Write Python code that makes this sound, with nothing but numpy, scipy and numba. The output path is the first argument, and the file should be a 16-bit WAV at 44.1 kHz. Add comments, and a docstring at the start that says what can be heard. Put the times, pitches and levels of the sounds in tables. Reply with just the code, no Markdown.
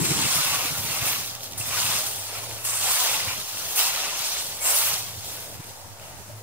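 """A fenced yard: a rake drags through dry leaves and dirt a few metres from a phone, a little to one side.
Showers of short damped grains make the tines scrape the soil and the leaves crush and crackle;
tight clusters of them make twigs snap and tines knock; the fence throws one scattered echo of the showers.
Gusts, as swinging low tones in turbulent noise, buffet the two microphone ports
over a low wavering hum of the wind and the coloured noise of far traffic."""
import sys
import numpy as np
from scipy import signal
from scipy.fft import rfft, irfft, next_fast_len
from scipy.io import wavfile
from scipy.ndimage import uniform_filter1d
from numba import njit

SR = 44100
rng = np.random.default_rng(int(sys.argv[2]) if len(sys.argv) > 2 else 0)


def linear_from_db(decibels):
    """Turn decibels (scalar or array-like) into linear amplitude factors; 0 gives 1."""
    return 10 ** (np.asarray(decibels, float) / 20)


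def wav_out(sig):
    """Save sig, one row per channel (or a flat mono array), as 16-bit PCM at SR to the path in sys.argv[1]."""
    wavfile.write(sys.argv[1], SR, np.round(np.clip(np.atleast_2d(sig).T, -1, 1) * 32767).astype(np.int16))


N = 283330
T = np.arange(N) / SR
LAG_S, LAG_SPREAD_S = 8.5e-5, 1.2e-5  # left port hears later; the heap is wide


def unit(x):
    """Scale to rms 1."""
    return x / np.sqrt(np.mean(x ** 2))


def colour(x, points):
    """Weight the spectrum by (f/Hz, level/dB) points, joined along log frequency."""
    hz, db = np.transpose(points)
    size = next_fast_len(N)
    f = np.maximum(np.arange(size // 2 + 1) * SR / size, 1)
    gain = linear_from_db(np.interp(np.log(f), np.log(hz), db))
    return irfft(rfft(x, size) * gain, size)[..., :N]


def lowpass(x, hz):
    """Keep the bass, without shifting it in time."""
    return signal.sosfiltfilt(signal.butter(2, hz, fs=SR, output="sos"), x)


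def walk(rate):
    """Random levels held 1 / rate s and slewed twice, at rms 1."""
    hold = int(SR / rate)
    steps = np.repeat(rng.standard_normal(N // hold + 1), hold)
    return unit(uniform_filter1d(uniform_filter1d(steps, hold), hold)[:N])


@njit
def ring(start, hz, cycles, size, n, sr):
    """Each grain is a damped swing that reaches each port at its own fractional moment."""
    out = np.zeros((2, n))
    for c in range(2):
        for k in range(len(hz)):
            s = (2j * np.pi - 1 / cycles[k]) * hz[k] / sr
            at = start[c, k] * sr
            i = int(at) + 1
            z, p = size[k] * np.exp(s * (i - at)), np.exp(s)
            for j in range(i, min(i + int(5 * cycles[k] * sr / hz[k]), n)):
                out[c, j] += z.imag
                z *= p
    return out


def grains(lo_hz, hi_hz, cycles, rate, scatter_db, lean=0 * T, scatter=1.1):
    """A shower of tiny breaks, scattered in time, pitch, size and place, each with one echo off the fence."""
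    biggest = 2.3  # no grain strays further from the mean, in spreads
    fence_db, fence_t60_s = 0.3, .09
    fence_spread_s = 0.0002264  # echoes come from all along the fence
    count = int(rate * N / SR)
    when, pitch, place, late, aim = rng.random((120000, 5))[:count].T
    big, stiff = np.clip(rng.standard_normal((120000, 2))[:count].T, -biggest, biggest)
    # stiff pieces ring longer and purer, starting a little softer
    stretch = np.exp(scatter * stiff)
    size = linear_from_db(scatter_db * big) / stretch ** (1 / 3)
    s = when * (N - 1) / SR
    lag = LAG_S + LAG_SPREAD_S * (2 * place - 1)
    # lean above 0 crowds the pitches upward, below 0 downward
    crowded = pitch ** np.exp(-lean[(s * SR).astype(int)])
    hz = lo_hz * (hi_hz / lo_hz) ** crowded
    echo = s + .004 - fence_t60_s / np.log(1e6) * np.log(1 - late)
    echo_lag = fence_spread_s * (2 * aim - 1)
    start = np.hstack([[s + lag, s], [echo + echo_lag, echo]])
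    sizes = np.append(size, size * linear_from_db(fence_db))
    return unit(ring(start, np.tile(hz, 2), np.tile(cycles * stretch, 2), sizes, N, 1. * SR))


# balance of traffic and tree hiss: f/Hz, relative level per Hz/dB
TOWN_COLOUR = [(88, 1.5), (150, -8), (361, -1), (601, 4.5), (941, 2), (1040, -4.5), (1940, -10),
               (2650, -17.5), (6000, -10.5), (9500, -12.5), (12000, -16), (14500, -16), (16000, -13)]


def town():
    """Far traffic and tree hiss: alike at both ports in the bass, unrelated in the treble."""
    town_db, split_hz = -46, 1100
    low_sway_db, high_sway_db = 2.5, 1.1  # bass and treble swell and sink separately
    mid, side = colour(rng.standard_normal((2, N)), TOWN_COLOUR)
    side = colour(side, [(250, -23), (450, -10.5), (800, -6.0), (1600, 2.0)])
    air = (mid + side * np.array([[1], [-1]])) / np.std(mid)
    low = lowpass(air, split_hz)
    swaying = low * linear_from_db(low_sway_db * walk(9)) + (air - low) * linear_from_db(high_sway_db * walk(6.8))
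    return linear_from_db(town_db) * swaying


# slow level of the hum, before its quick waver: t/s, level/dB
HUM_LEVEL = [(0.0, -63), (0.57, -60), (1.05, -48), (1.36, -52.5), (1.86, -46), (2.22, -53.5), (2.47, -45.5),
             (2.91, -53), (3.02, -60), (3.27, -46), (3.48, -62), (4.3, -70), (4.85, -50.5), (5.18, -48.5),
             (5.4, -54), (5.6, -47), (5.78, -55.5), (6.42, -46)]


def hum():
    """A low hum of the wind, wavering in pitch and level."""
    pitch_hz, wander_hz, waver_db = 107.8, 4.99, 2.5  # the last two are rms
    s, db = np.transpose(HUM_LEVEL)
    phase = 2 * np.pi * np.cumsum(pitch_hz + wander_hz * walk(14)) / SR
    port_drift = np.array([[.35], [-.35]]) * walk(2.99)  # radians
    tone = np.sqrt(2) * np.sin(phase + port_drift)
    return tone * linear_from_db(np.interp(T, s, db) + waver_db * walk(22))


def eddies(points):
    """Turbulence of even strength, partly alike in both ports."""
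    shared = 0.45
    both, left, right = rng.standard_normal((3, N))
    air = colour(shared * both + (1 - shared) * np.array([left, right]), points)
    return air / np.sqrt(uniform_filter1d(air ** 2, SR // 40))


# slow level of the breeze on the ports: t/s, level/dB
BREEZE_LEVEL = [(0.0, -37.5), (0.45, -45), (0.89, -44.5), (1.3, -50), (1.8, -48), (2.1, -56.5),
                (2.95, -52.5), (3.3, -49.5), (3.6, -54), (4.38, -58), (4.92, -51.5), (5.5, -51),
                (5.88, -50), (6.42, -51.5)]
# strong buffets, each a few swings of the port's air:
# t/s, left nominal level/dB, right nominal level/dB, length/s, f/Hz at the height of the buffet
BUFFETS = [(.02, -32, -36, 0.039, 232), (.066, -39, -35, .03, 130), (.095, -30, -30, .03, 110),
           (0.119, -18, -19.5, 0.033, 136), (0.169, -33, -29, 0.039, 124), (.224, -48, -35, .02, 126),
           (0.258, -30, -26, 0.035, 121), (.369, -34, -28.5, 0.039, 163), (0.402, -46, -26.5, 0.053, 144),
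           (.47, -40, -27, 0.03, 135), (0.527, -44, -29, 0.017, 160), (0.637, -35, -36, 0.017, 139),
           (.655, -38, -27, .015, 283), (0.723, -30.5, -28, 0.054, 155), (.795, -36, -38, 0.038, 105),
           (0.85, -34, -28, 0.028, 149), (0.911, -38, -33, .03, 125), (1.029, -26, -27, 0.031, 128),
           (1.065, -37, -34, .02, 115), (1.606, -32, -34, .035, 132), (1.695, -39, -35, 0.084, 120),
           (1.74, -40, -37, 0.032, 85), (1.81, -37, -43, .04, 111), (1.855, -30.5, -35, 0.064, 116),
           (1.9, -34, -34, 0.046, 161), (1.951, -29, -33, 0.052, 97), (3.211, -43, -38, .03, 108),
           (3.281, -32, -33, 0.053, 85), (3.328, -38, -42, 0.041, 123), (3.391, -32, -36, 0.024, 109),
           (3.55, -45, -47, .035, 90), (3.618, -52, -45, .035, 132), (4.489, -48, -39, .035, 105),
           (4.662, -45, -42, .03, 121), (5.184, -32, -33, 0.036, 108), (5.554, -42, -37, .03, 130),
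           (5.585, -35, -36, .04, 100), (5.605, -28.5, -33, .03, 150), (6.104, -44, -42, 0.055, 118),
           (6.303, -40, -36, .045, 115)]
# colour of the low rumble: f/Hz, level/dB
RUMBLE_COLOUR = [(25, -37), (60, -12.5), (105, -2), (160, -8.5), (260, -24), (500, -30)]
# colour of the higher flutter: f/Hz, level/dB
FLUTTER_COLOUR = [(60, -36), (140, 2.5), (220, 4), (400, -0.5), (700, -29), (1400, -30)]


def wind():
    """Buffets build up and break off over the breeze; a faster breeze flutters higher."""
    puffs_per_s, puff_over_breeze_db, puff_scatter_db, puff_s, puff_hz = 6, 9, 3, 0.02, 120
    swing_db, rough_db = -4, -13.5  # clean swing and turbulence, against the buffet's level
    slap_db, shove_db = -9.5, -8  # overtone of the swing; one-sided push under it
    bend = 0.097  # pitch rises across a buffet
    crest = .3  # phase of the swing at the height of the buffet, in turns
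    port_slip = 1.1  # phase scatter between the ports, radians
    s, db = np.transpose(BREEZE_LEVEL)
    breeze_db = np.interp(T, s, db)
    gust = linear_from_db(breeze_db + np.array([4.1 * walk(24.82), 3.7 * walk(25.08)]))
    thump = np.zeros((2, N))

    # lesser puffs at random moments join the buffets
    count = int(puffs_per_s * N / SR)
    when = rng.random(100)[:count] * N / SR
    left, right, tone = rng.standard_normal((100, 3))[:count].T
    scatter = puff_scatter_db * np.array([left, right])
    level = np.interp(when, s, db) + puff_over_breeze_db + scatter
    puffs = zip(when, *level, puff_s + 0 * when, puff_hz * np.exp(0.21 * tone))
    rows = [*BUFFETS, *puffs]

    for (at, left_db, right_db, length, hz), (turn, slip) in zip(rows, rng.standard_normal((200, 2))):
        i = slice(max(int((at - .2) * SR), 0), int((at + .1) * SR))
        t = T[i] - at
        width = np.where(t < 0, 0.36 * length, 0.22 * length)  # builds slower than it breaks off
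        swell = np.exp(-(t / width) ** 2) * linear_from_db(np.array([[left_db], [right_db]]))
        turns = hz * t * (1 + bend * np.tanh(t / length)) + crest + 0.15 * turn
        phase = 2 * np.pi * turns + port_slip * slip * np.array([[.5], [-.5]])
        shove = linear_from_db(shove_db) * np.array([[1], [np.cos(np.pi * slip)]])
        swing = np.sin(phase) + linear_from_db(slap_db) * np.sin(2 * phase) + shove
        thump[:, i] += swell * linear_from_db(swing_db) * swing
        gust[:, i] += swell * linear_from_db(rough_db)

    flutter_db = -5.0 + 0.65 * (breeze_db + 44.0) + 3.1 * walk(6.1)
    return thump + gust * (eddies(RUMBLE_COLOUR) + linear_from_db(flutter_db) * eddies(FLUTTER_COLOUR))


# brief dips of the bass in one port: t/s, length/s, port (0 left, 1 right)
BASS_DIPS = [(0.127, 0.041, 0), (0.273, 0.065, 0), (0.41, 0.061, 0), (0.589, 0.03, 0), (1.332, 0.05, 0),
             (1.624, 0.053, 0), (2.952, 0.155, 0), (3.447, 0.08, 1), (5.2, 0.05, 0), (5.418, 0.045, 0),
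             (5.615, .03, 0), (5.615, .03, 1), (5.71, 0.13, 0)]


def dips(x):
    """Take the bass down for a moment, port by port, with short fades."""
    dip_db, dip_hz = -19, 434
    db = np.zeros((2, N))
    for at, length, port in BASS_DIPS:
        db[port, int(at * SR):int((at + length) * SR)] = dip_db
    return x - lowpass(x, dip_hz) * (1 - linear_from_db(uniform_filter1d(db, SR // 200)))


# knocks of the tines, then faint low rustles as the heap settles: t/s, nominal peak level/dB, f/Hz
KNOCKS_AND_RUSTLES = [(1.61, -21.5, 2720), (2.643, -32, 1050), (3.78, -19, 2760), (4.653, -30, 1040),
                      (4.997, -35, 1010), (5.368, -40, 895), (5.519, -41, 580), (5.846, -40, 904),
                      (6.01, -41, 620), (6.04, -45, 654), (6.296, -40, 608), (6.315, -40, 620)]


def knocks():
    """Each knock or rustle is a few damped swings near its pitch."""
    spread_s, cycles = 0.0061, 7.3  # cycles to fade by 1/e
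    s, db, hz = np.repeat(KNOCKS_AND_RUSTLES, 4, axis=0).T
    delay, spread = rng.random((400, 2))[:len(s)].T
    s = s + spread_s * delay ** 2
    hz = hz * 1.11 ** (spread - .5)
    size = linear_from_db(db - 5.5 - 5.5 * delay)
    return ring(np.array([s + LAG_S, s]), hz, cycles + 0 * s, size, N, 1. * SR)


# single leaf and twig snaps: t/s, nominal peak level/dB before the ground colour, f/Hz
LEAF_SNAPS = [(1.2124, -19, 8650), (1.2614, -22, 14100), (1.2754, -25, 4130), (1.3513, -19.5, 14600),
              (1.3954, -28, 3350), (1.4074, -30, 3370), (1.4331, -22, 13900), (1.4426, -22, 10100),
              (1.5134, -28, 9150), (1.5224, -23, 13900), (1.5334, -24, 4700), (1.5778, -21, 9860),
              (2.6518, -12, 8970), (3.7584, -13, 10200), (3.7924, -11, 14500), (5.543, -33, 3500),
              (5.551, -32, 4000), (5.6418, -30, 14200), (5.9974, -34, 2180)]


def snaps():
    """Each snap is a millisecond cluster of broad breaks, half near its pitch, half anywhere."""
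    # stray leaves tick at random over the crush
    strays_per_s, stray_over_crush_db, stray_scatter_db = 35, 12, 1.2
    snap_s = .0017
    when, big, tone = rng.random((1000, 3))[:int(strays_per_s * N / SR)].T
    at, crush_db = np.concatenate(RAKE_STROKES).T[:2]
    stray_db = np.interp(when * T[-1], at, crush_db) + stray_over_crush_db
    stray_db = stray_db - stray_scatter_db * np.log(1 - big)
    strays = np.array([when * T[-1], stray_db, 2500 * 5 ** tone]).T
    s, db, hz = np.repeat(np.vstack([LEAF_SNAPS, strays]), 16, axis=0).T
    delay, spread = rng.random((20000, 2))[:len(s)].T
    s = s + snap_s * -np.log(1 - .9 * delay)
    hz[::2] = 2500 + 13000 * spread[::2]
    hz[1::2] = np.minimum(hz[1::2] * 2 ** (spread[1::2] - .5), .36 * SR)
    size = linear_from_db(db - 5 - 9 * delay)
    return ring(np.array([s + LAG_S, s]), hz, np.full(len(s), 1.2), size, N, 1. * SR)


def slips():
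    """Tines let go with a jolt that dies away: level jumps in dB at random moments."""
    slips_per_s, biggest_kick, fade_s = 45, 2.2, .009
    when, size = rng.random((1000, 2))[:int(slips_per_s * N / SR)].T
    kick = np.zeros(N)
    kick[(when * N).astype(int)] = biggest_kick * size
    jolt = signal.lfilter([1], [1, -np.exp(-1 / (fade_s * SR))], kick)
    return uniform_filter1d(jolt, SR // 700) - jolt.mean()


# stretches of raking, most starting as the rake lands; the last is the heap settling (before the ground colour):
# t/s, leaf crush level/dB, then over the crush: fine crackle level/dB, dig into the soil level/dB
RAKE_STROKES = [
    [(0, -40.5, 7.5, 1), (.1, -34.5, 1, -2.5), (.24, -34, 1.5, -2), (.36, -31.5, 2.5, -3.5),
     (.46, -32, 0.5, -1.5), (.55, -33.5, 0.5, 0), (.66, -35.5, 0.5, 0), (.78, -38.5, 1.5, -5),
     (.99, -35.5, 0.5, -3)],
    [(1.0, -38, 1, -3), (1.075, -33, 5, 0), (1.2, -38.5, 2.5, -6), (1.34, -44, -1.5, -9),
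     (1.4, -50, 1, -10), (1.44, -42.5, 0, -18), (1.5, -50, 1, -9), (1.572, -52, 3, -2)],
    [(1.58, -51.5, 17.5, 0), (1.63, -44.5, 6.5, 2), (1.79, -31.5, -1, -4.5), (1.97, -33, 0.5, -3),
     (2.11, -41, 4.5, -7.5), (2.23, -43, 2.5, -9.5), (2.37, -41.5, 1, 0.5), (2.44, -45, 4, -1.5),
     (2.5, -44.5, 1.5, -10), (2.59, -45, 2, -4.5), (2.638, -49.5, 7.5, -2)],
    [(2.65, -48.5, 17.5, 5), (2.74, -44, 11, 6), (2.79, -40, 8, -5), (2.82, -33.5, 2, -4.5),
     (2.9, -32.5, 4.5, -2), (2.99, -32.5, 3.5, -4.5), (3.06, -30.5, -0.5, -2.5), (3.15, -33.5, 0.5, -1),
     (3.24, -35, -2.5, -3.5), (3.32, -37.5, 0, -0.5), (3.42, -41, 0.5, -8), (3.6, -40, 0.5, -7),
     (3.752, -39, 4, -7.5)],
    [(3.76, -40, 13, -2), (3.794, -28, 3, -5), (3.94, -35, -1.5, -2.5), (4.07, -35, -3.5, -3.5),
     (4.15, -37, -2.5, -4.5), (4.27, -33.5, -1.5, -10.5), (4.4, -36.5, -1.5, -8.5),
     (4.46, -39.5, 0.5, -9.5), (4.6, -44.5, 2, -6)],
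    [(4.61, -48, 13.5, 5), (4.645, -43.5, 14.5, 6), (4.657, -39.5, 12, 6), (4.69, -38.5, 13.5, 3),
     (4.74, -35.5, 10, 1.5), (4.79, -33.5, 6.5, -2), (4.87, -34, 4.5, -4), (4.95, -35, 3.5, -1),
     (5.0, -38, 0, -10), (5.13, -46.5, 1, -4.5), (5.2, -44.5, -1, -26)],
    [(5.21, -47.5, 1, -5), (5.26, -42.5, -0.5, -14), (5.33, -45.5, 4, -5), (5.44, -47.5, 4.5, -5.5),
     (5.48, -49.5, 2.5, -10), (5.55, -53, 6, -1), (5.6, -57, 0, 1), (5.67, -53.5, 5.5, -1),
     (5.76, -55.5, 2, -6), (5.95, -58.5, -4, -6), (6.05, -55, 2, 4.5), (6.2, -61, 0, 2),
     (6.42, -64.5, 6, 4)],
]
# pitch the crackle leans to, a row per stretch:
# f/Hz as the stretch starts, f/Hz once the heap has gathered, time to gather/s
CRACKLE_LEAN = [(8730, 12200, 0.41), (12400, 12600, .2), (9840, 11350, 0.058), (8560, 12100, 0.29),
                (12150, 11200, 0.4), (9470, 12200, 0.14), (11550, 11400, 0.49)]
# grain kinds: lowest f/Hz, highest f/Hz, mid cycles to fade by 1/e, grains per s, size scatter level/dB
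SOIL_GRAINS = (461, 1545, 1.65, 2500, 4.9)
TINE_GRAINS = (2013, 2910, 2.46, 3000, 5.5)
CRUSH_GRAINS = (3010, 8760, 1.5, 8000, 1.4)
CRACKLE_GRAINS = (8200, 14950, 0.74, 16000, 1.8)
# the tines spring free now and then and ring for a moment: a list of grain kinds, columns as above
SPRING_GRAINS = [(620, 1500, 18, 50, 3.5), (2058, 2950, 49, 60, 4.4)]
# sparse long-ringing grains, low ones follow the crush, high ones the crackle: columns as above
LOW_RING_GRAINS = (3200, 7500, 70, 130, 3)
HIGH_RING_GRAINS = (7500, 15200, 90, 200, 3.5)


def rake():
    """Tines catch and slip, so the scrape, crush and crackle surge together; each also flickers alone."""
    tines_over_soil_db, tines_follow_dig = 0.5, 0.76
    tine_ring_db, long_ring_db = -8, -9  # under the tine scrape; under the crush or crackle
    s, crush_db, fine_db, dig_db = np.concatenate(RAKE_STROKES).T
    crush, dig = np.interp(T, s, crush_db), np.interp(T, s, dig_db)
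    soil, fine = crush + dig, crush + np.interp(T, s, fine_db)
    tines = crush + tines_follow_dig * dig + tines_over_soil_db

    # the crackle glides in pitch through each stretch
    starts = np.array([stretch[0][0] for stretch in RAKE_STROKES])
    k = np.maximum(np.searchsorted(starts, T, "right") - 1, 0)
    start_hz, end_hz, gather_s = np.array(CRACKLE_LEAN)[k].T
    fine_hz = end_hz + (start_hz - end_hz) * np.exp(-((T - starts[k]) / gather_s) ** 2)
    lean = 3.4 * np.log2(fine_hz / 11000)

    catch = 0.17 * walk(60) + 0.13 * walk(160) + slips()
    scrape = grains(*SOIL_GRAINS) * linear_from_db(soil + 0.9 * catch + 1.0 * walk(15))
    scrape += grains(*TINE_GRAINS) * linear_from_db(tines + 0.32 * catch + 1.8 * walk(70))
    springs = sum(grains(*kind, scatter=0.23) for kind in SPRING_GRAINS) * linear_from_db(tines + tine_ring_db)
    long_rings = grains(*LOW_RING_GRAINS, scatter=.3) * linear_from_db(crush + long_ring_db)
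    long_rings += grains(*HIGH_RING_GRAINS, lean, scatter=0.28) * linear_from_db(fine + long_ring_db)
    crushing = grains(*CRUSH_GRAINS) * linear_from_db(crush + catch + 0.71 * walk(60))
    crackling = grains(*CRACKLE_GRAINS, lean) * linear_from_db(fine + 1.0 * catch + 0.92 * walk(55))
    return scrape + springs + long_rings + crushing + crackling


# colour of ground, air and microphone: f/Hz, level/dB
GROUND_COLOUR = [(60, -30), (250, -19.5), (450, -11), (1050, 0), (1400, 0), (1800, -0.5), (2200, -4.5),
                 (2750, 0.5), (4000, 2), (6000, 5.5), (8500, 4), (12000, -0.5), (14000, 4), (15500, 8.5)]


def scene():
    """Rake, snaps and knocks over wind, hum and town."""
    near = colour(rake() + snaps(), GROUND_COLOUR) * linear_from_db(2.5) + knocks()
    return dips(near + wind() + hum() + town())


def low_pass(x):
    """Removes everything above the highest recorded frequency."""
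    return signal.sosfilt(signal.butter(12, 16000, fs=SR, output="sos"), x)


# colour difference of the ports: f/Hz, left minus right level/dB
PORT_COLOUR = [(100, -1.5), (300, 1.5), (700, 1.5), (2000, 0.5), (8000, -0.26)]
# pass band of the phone: f/Hz, level/dB
PASS_BAND = [(20, -14), (50, -5), (75, 0), (15650, 0), (15900, -40)]


def record(dry):
    """The two ports differ a little in colour; the phone cuts the extremes and adds a small offset."""
    offset = -.0016
    ports = []
    for x, side in zip(dry, (1, -1)):
        ports.append(colour(x, [(hz, side * db / 2) for hz, db in PORT_COLOUR]))
    mix = colour(np.array(ports), PASS_BAND) + offset
    return low_pass(mix)


dry = scene()
out = record(dry)
wav_out(out)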